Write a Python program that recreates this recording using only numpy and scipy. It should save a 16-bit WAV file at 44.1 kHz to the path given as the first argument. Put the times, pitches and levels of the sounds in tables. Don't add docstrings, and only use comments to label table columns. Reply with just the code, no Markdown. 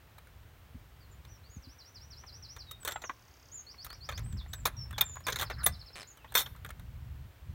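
import sys
import numpy as np
from scipy import signal
from scipy.fft import rfft, irfft
from scipy.io import wavfile
from scipy.ndimage import uniform_filter1d

SR = 44100
rng = np.random.default_rng(int(sys.argv[2]) if len(sys.argv) > 2 else 0)


def master(y):
    cut = np.clip(np.atleast_2d(y).T, -1, 1)
    pcm = np.round(cut * 32767)
    wavfile.write(sys.argv[1], SR, pcm.astype(np.int16))


N = 332778
TIME = np.arange(N) / SR

# frequency in Hz, relative density in dB per Hz.
TIMBER_COLOUR = [(150, -25), (300, -16), (480, -4), (760, -7.5), (1080, -2), (1480, -1.5), (2000, -5.5),
                 (2450, -8.5), (2900, -18), (5000, -30)]


def from_db(db):
    return 10 ** (np.asarray(db) / 20)


def rms_one(x):
    return x / np.sqrt(np.mean(x ** 2) + 1e-20)


def in_time(rows):
    return np.interp(TIME, *np.transpose(rows))


def noise(spectrum, size=N, ripple_db=0, ripple_hz=300):
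    hz, db = np.transpose(spectrum)
    bins = np.arange(1, size // 2 + 2) * SR / size
    peaks = rng.standard_normal(size=400)
    ripple = ripple_db * np.interp(bins / ripple_hz, np.arange(len(peaks)), peaks)
    colour_db = np.interp(np.log(bins), np.log(hz), db, right=-np.inf)
    white = rfft(rng.standard_normal(size))
    return rms_one(irfft(white * from_db(colour_db + ripple), size))


def drift(per_s):
    knots = rng.standard_normal(N // 20)
    return np.interp(TIME * per_s, np.arange(len(knots)), knots)


def seconds(length):
    return np.arange(int(length * SR)) / SR


def decay(t, t60):
    return np.exp(-np.log(1000) * t / t60)


def add(out, s, sound):
    at = max(int(s * SR), 0)
    out[at:at + len(sound)] += sound[:max(N - at, 0)]


def field(x, wet_db, t60, dull_hz):
    t = seconds(.7)
    scatter = rng.standard_normal(len(t)) * decay(t, t60) * (1 - np.exp(-t / 0.0028))
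    dulling = signal.butter(1, min(dull_hz, .45 * SR), fs=SR, output="sos")
    scatter = signal.sosfilt(dulling, scatter)
    scatter /= np.linalg.norm(scatter)
    return x + from_db(wet_db) * signal.fftconvolve(x, scatter)[:N]


def hush():
    # frequency in Hz, relative density in dB per Hz.
    hush_colour = [(120, -30), (210, -2.5), (1450, -5.5), (3250, -11), (5040, -17.5), (10500, -22.5),
                   (16000, -14)]
    return from_db(-63.5) * noise(hush_colour)


def eddies(colour):
    flow = noise(colour)
    power = uniform_filter1d(flow ** 2, size=4000)
    return flow / np.sqrt(power + 1e-9)


def wind(level_db=-.5, swirl_db=-44.5, swirl_growth=2.16):
    # time in seconds, rumble in dB before wander and trim.
    gust_rows = [(0, -60), (.4, -55.5), (1.3, -53.5), (1.9, -62), (2.0, -54), (2.85, -56), (3.05, -62),
                 (3.7, -60.5), (4.05, -51), (4.35, -32.5), (4.44, -47), (4.76, -43), (5.24, -49),
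                 (5.72, -40.5), (5.91, -60), (6.15, -61), (6.56, -47), (7.2, -43), (7.36, -62.5),
                 (7.5, -43)]
    # frequency in Hz, relative density in dB per Hz.
    rumble_colour = [(20, -30), (35, -9.5), (60, 3), (120, -3), (170, -14), (400, -40)]
    # frequency in Hz, relative density in dB per Hz.
    swirl_colour = [(60, -13), (130, 0), (220, -7), (700, -41)]
    gust_db = in_time(gust_rows) + 2 * drift(16)
    below_peak_db = gust_db - np.max(np.array(gust_rows)[:, 1])
    rumble = from_db(gust_db + level_db) * eddies(rumble_colour)
    swirl = from_db(swirl_db + swirl_growth * below_peak_db) * eddies(swirl_colour)
    return rumble + swirl


def buffets(level_db=4.5, start_hz=150, end_hz=42, sink_s=0.015, t60=0.17, puff_db=-3.5, puff_t60=0.067):
    # start in seconds, level in dB before trim.
    buffet_rows = [(.745, -40), (1.563, -39.5), (1.67, -45.5)]
    t, out = seconds(0.074), np.zeros(N)
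    hz = end_hz + (start_hz - end_hz) * np.exp(-t / sink_s)
    thump = decay(t, t60) * np.sin(2 * np.pi * np.cumsum(hz) / SR)
    onset = 1 - np.exp(-t / 0.0044)
    for s, db in buffet_rows:
        puff = noise([(100, -12), (270, 6), (500, -35)], len(t))
        puff *= from_db(puff_db) * decay(t, puff_t60)
        add(out, s, from_db(db + level_db) * onset * (thump + puff))
    return out


def whistle(length, db, pitches, overtone_db=-39.0, waver=0.0065, flutter_db=3.0):
    u = seconds(length) / length
    knots = np.linspace(0, 1, 16)
    wobble, flutter = (np.interp(u, knots, row) for row in rng.standard_normal(size=(2, 16)))
    steps = np.linspace(0, 1, len(pitches))
    hz = np.polyval(np.polyfit(steps, pitches, len(pitches) - 1), u)
    phase = 2 * np.pi * np.cumsum(hz * (1 + waver * wobble)) / SR
    swell = np.abs(np.sin(np.pi * u)) ** 0.28 * from_db(db + flutter_db * flutter)
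    return swell * (np.sin(phase) + from_db(overtone_db) * np.sin(2 * phase))


def bird(level_db=-2.5):
    # start in seconds, length in seconds, level in dB before trim,
    # reference pitch in Hz.
    arch_rows = [(1.276, .094, -59, 6010), (1.496, 0.086, -57.5, 6980), (3.515, 0.094, -44, 7170),
                 (4.232, 0.12, -54.5, 8370), (4.482, 0.14, -55.5, 8080), (6.07, 0.051, -50, 7150)]
    arch_shape = [0.867, 0.99, 0.95, .89]
    # start in seconds, length in seconds,
    # level in dB before trim, first pitch in Hz, last pitch in Hz.
    slide_rows = [(1.005, .06, -64, 4950, 4120), (1.112, 0.03, -62.5, 7440, 6950),
                  (1.434, .045, -60.5, 3850, 4700), (2.667, 0.084, -49.5, 3880, 3730),
                  (2.801, 0.19, -49.5, 8100, 7440), (3.036, 0.048, -43.5, 7130, 5500),
                  (4.372, 0.047, -48, 5630, 3330), (4.767, 0.081, -43, 5660, 5380),
                  (4.932, 0.042, -49, 3580, 3250), (5.044, .13, -44, 7440, 6890),
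                  (6.167, .087, -62, 3300, 2500), (6.27, .045, -59, 2700, 4150)]
    # start in seconds, period in seconds, count, note length in seconds,
    # first and last level in dB before trim, then pitch in Hz at four even steps of the note.
    trill_rows = [(1.624, .16, 7, 0.043, -53.5, -45.5, 5990, 5250, 4400, 4020),
                  (1.685, .16, 6, 0.051, -56, -47, 4550, 5420, 5760, 6060),
                  (3.134, .0292, 13, 0.0081, -61, -55, 6940, 6020, 4950, 4670),
                  (3.665, .1135, 5, 0.061, -46.5, -47.5, 4340, 4446, 5020, 5990),
                  (5.239, 0.069, 12, 0.038, -48, -49, 5250, 5100, 4320, 4000)]
    out = np.zeros(N)
    for s, length, db, top_hz in arch_rows:
        add(out, s, whistle(length, db, top_hz * np.array(arch_shape)))
    still_to_go = np.linspace(1, 0, len(arch_shape)) ** 1.8
    for s, length, db, first_hz, last_hz in slide_rows:
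        add(out, s, whistle(length, db, last_hz + (first_hz - last_hz) * still_to_go))
    for s, period, count, length, first_db, last_db, *pitches in trill_rows:
        for k, db in enumerate(np.linspace(first_db, last_db, round(count))):
            add(out, s + k * period, whistle(length, db, pitches))
    return from_db(level_db) * out


def clatter(t, colour, rise, t60, ripple_hz, chatter_db=2.5):
    bounces = np.interp(t * 600, np.arange(len(t)), rng.standard_normal(len(t)))
    envelope = (1 - np.exp(-t / rise)) * decay(t, t60) * from_db(chatter_db * bounces)
    return envelope * noise(colour, len(t), 4.5, ripple_hz)


def fittings(t, steel_db, edge_db, stretch, clank_db=-2.5, click_db=-0.5):
    # frequency in Hz, relative density in dB per Hz.
    clank_colour = [(1800, -20.5), (2880, -11), (3250, 3.5), (3700, 5), (5050, -11), (6200, -3),
                    (7200, -4.5), (9000, -54)]
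    # frequency in Hz, relative density in dB per Hz.
    click_colour = [(4500, -26.5), (6800, -11.5), (8500, -1.5), (10000, -7.5), (12000, -3.5), (16000, -3.5)]
    clank = clatter(t, clank_colour, rise=0.00083, t60=0.061 * stretch, ripple_hz=300.6, chatter_db=3.5)
    click = clatter(t, click_colour, rise=0.00086, t60=0.055 * stretch, ripple_hz=345.4, chatter_db=3.5)
    return from_db(steel_db + clank_db) * clank + from_db(edge_db + click_db) * click


def small_ticks(start=3.7, end=6.7, level_db=-54, bright_db=-1.0, stretch=.45, count=30):
    # start in seconds, level in dB.
    tick_rows = [(.182, -49), (.27, -56), (1.25, -54), (2.83, -51), (3.865, -45), (3.902, -44),
                 (3.927, -48), (4.113, -47), (4.192, -49), (4.326, -52), (4.908, -45), (4.928, -47),
                 (5.155, -46), (5.204, -51), (6.172, -53), (6.321, -47), (6.561, -53), (6.647, -40),
                 (6.661, -45), (6.690, -47), (6.704, -42), (6.795, -51)]
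    t, out = np.arange(2048) / SR, np.zeros(N)
    faint = [(s, level_db) for s in start + (end - start) * rng.random(count)]
    for s, db in list(tick_rows) + faint:
        add(out, s, from_db(db) * clatter(t, TIMBER_COLOUR, rise=0.00095, t60=0.055, ripple_hz=202))
    for s, db in tick_rows:
        add(out, s, fittings(t, db + bright_db, db + bright_db, stretch))
    return out


def bumps(thud_db=-1.5, steel_db=-21, edge_db=-37):
    # start in seconds, level in dB before the trim of each part.
    bump_rows = [(2.236, -44), (2.958, -27.5), (3.038, -32), (3.095, -27.5), (5.167, -39), (6.244, -40)]
    # frequency in Hz, relative density in dB per Hz.
    thud_colour = [(200, -18.5), (650, -11), (1030, 0.5), (1250, -8), (1500, -6), (2600, -14.5),
                   (3500, -24)]
    t, out = np.arange(6144) / SR, np.zeros(N)
    for s, db in bump_rows:
        thud = clatter(t, thud_colour, rise=0.0016, t60=0.057, ripple_hz=129.2)
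        add(out, s, from_db(db + thud_db) * thud)
        add(out, s, fittings(t, db + steel_db, db + edge_db, 1))
    return out


def squeaks():
    # start in seconds, length in seconds, pitch in Hz, spread of pitch in Hz, level in dB.
    squeak_rows = [(5.007, .013, 14700, 200, -20.5), (5.555, .115, 1520, 330, -47.5),
                   (5.637, .018, 10420, 300, -25), (5.654, .012, 10450, 200, -28.5),
                   (6.457, .014, 3300, 150, -41.5)]
    out = np.zeros(N)
    for s, length, hz, width_hz, db in squeak_rows:
        t = seconds(length)
        pitch = hz + width_hz * drift(900)[:len(t)]
        swell = np.sqrt(2) * np.sin(np.pi * t / length) ** 2
        add(out, s, from_db(db) * swell * np.sin(2 * np.pi * np.cumsum(pitch) / SR))
    return out


def rasp(start=5.9565, first_gap=.0052, slowing=1.11, level_db=-41, jitter=.05, count=10):
    # frequency in Hz, relative density in dB per Hz.
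    rasp_colour = [(600, -5), (1700, 0), (3050, -1), (4500, -19), (8000, -11.5), (14000, -31)]
    t, out, s = seconds(0.39), np.zeros(N), start
    shared = noise(rasp_colour, len(t))
    for k in range(count):
        add(out, s, decay(t, .022) * (shared + .5 * noise(rasp_colour, len(t))))
        s += first_gap * slowing ** k * (1 + jitter * rng.standard_normal())
    return from_db(level_db) * out


def free_ring():
    # frequency in Hz, level in dB, 60 dB decay in seconds.
    jerked_modes = [(3625, -19, .06)]
    # frequency in Hz, level in dB, 60 dB decay in seconds.
    drawn_modes = [(1176, -33, 0.086), (2003, -32.5, 0.11), (3591, -25, .06), (8549, -33, 0.097)]
    # frequency in Hz, level in dB, 60 dB decay in seconds.
    free_modes = [(3618, -26, 0.19), (4269, -37.5, 0.17), (5440, -35, 0.22), (6083, -34, .13),
                  (10950, -50, .42), (11440, -33, .12), (12600, -46, 0.48), (13000, -26, .11),
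                  (14100, -33, 0.3)]
    t, out = seconds(1), np.zeros(N)
    for s, modes in ((5.01, jerked_modes), (5.663, drawn_modes), (6.353, free_modes)):
        for hz, db, t60 in modes:
            tone = rng.choice([-1, 1]) * np.sin(2 * np.pi * hz * t)
            add(out, s, from_db(db) * decay(t, t60) * tone)
    return out


def steel_ring(t, steel_db, edge_db, t60=0.04, vary_db=3.5, detune=.01):
    # frequency in Hz before detuning, relative level in dB, decay as a multiple of t60.
    steel_modes = [(1737, -14, 1.8), (1990, -13, 1.6), (3620, -2, 1.2), (4270, -10, 1.3), (6082, -10, 1.3),
                   (6590, -12, 1.2), (8390, -13, 1.5), (10920, -12, 2.4), (11440, -13, 1.3),
                   (13120, -7, 1.2), (14152, -4, 1.6), (14780, -2, .9), (15200, -9, 1.5)]
    hz, mode_db, hold = np.transpose(steel_modes)[:, :, None]
    high = np.clip((hz - 6000) / 2000, 0, 1)
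    contact_db = steel_db + high * (edge_db - steel_db)
    strength = from_db(mode_db + contact_db + vary_db * rng.standard_normal(hz.shape))
    shifted_hz = hz * (1 + detune * rng.standard_normal(hz.shape))
    tones = rng.choice([-1, 1], hz.shape) * np.sin(2 * np.pi * shifted_hz * t)
    return (1 - np.exp(-t / 0.00096)) * np.sum(strength * tones * decay(t, t60 * hold), axis=0)


def shudder(start=6.37, gap=0.0072, timber_db=-28.5, steel_db=-26.0, edge_db=-26.5,
            fade_db=22, uneven_db=.8, count=9):
    fall = fade_db * np.linspace(0, 1, count) ** 2 + uneven_db * rng.standard_normal(count)
    return [(start + k * gap, timber_db - fall[k] * .7, steel_db - fall[k], edge_db - fall[k])
            for k in range(count)]


def latch(knock_db=-5.5, ring_db=-5.0, full_blow_db=-25.5, decay_doubles_db=49):
    blow_rows = [(2.563, -38.5, -44.5, -55), (2.711, -42, -44, -43.5), (2.849, -30, -35, -36),
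                 (2.875, -25.5, -32.5, -37), (2.885, -31, -38, -44), (2.909, -37, -42, -46),
                 (2.920, -35, -40, -46), (3.018, -41, -43, -52), (3.846, -43, -42, -39.5),
                 (4.089, -28, -33, -48), (4.122, -35, -45, -57), (4.176, -35, -37, -49),
                 (4.532, -35.5, -35.5, -39.5), (4.654, -21, -23.5, -26.5), (4.665, -26, -33, -33),
                 (4.98, -27, -29.5, -38.5), (5.009, -22, -22, -27), (5.267, -25.5, -31, -38.5),
                 (5.282, -20.5, -30, -38), (5.299, -35, -36, -39.5), (5.323, -28, -31, -41.5),
                 (5.358, -29.5, -30, -37.5), (5.386, -32.5, -34.5, -45), (5.396, -28, -30, -36.5),
                 (5.411, -28.5, -28, -37.5), (5.420, -26.5, -34, -39), (5.428, -30, -37, -37),
                 (5.499, -28, -38.5, -49.5), (5.509, -31.5, -42, -60), (5.632, -35, -41, -43),
                 (5.662, -21, -23.5, -18.5), (6.341, -40, -41, -41), (6.351, -16, -23, -20.5),
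                 (6.461, -37, -42, -54)]
    t, out = np.arange(6144) / SR, np.zeros(N)
    for s, timber_db, steel_db, edge_db in blow_rows + shudder():
        stretch = 2 ** (min(timber_db - full_blow_db, 0) / decay_doubles_db)
        knock = clatter(t, TIMBER_COLOUR, rise=0.0018, t60=0.087 * stretch, ripple_hz=127.7)
        add(out, s, from_db(timber_db + knock_db) * knock)
        add(out, s, fittings(t, steel_db, edge_db, stretch))
        add(out, s, from_db(ring_db) * steel_ring(t, steel_db, edge_db))
    return out


def scene():
    air = wind() + buffets() + hush()
    song = bird()
    add(song, .017, from_db(-13.5) * song)
    song = field(song, wet_db=-7.5, t60=0.2, dull_hz=8000)
    gate = bumps() + squeaks() + rasp() + small_ticks() + free_ring() + latch()
    gate = field(gate, wet_db=-31.0, t60=0.58, dull_hz=2000)
    return (gate + song + air)[None]


def record(dry):
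    low_pass = signal.ellip(12, .1, 80, 16000, fs=SR, output="sos")
    return signal.sosfilt(low_pass, dry)


dry = scene()
out = record(dry)
master(out)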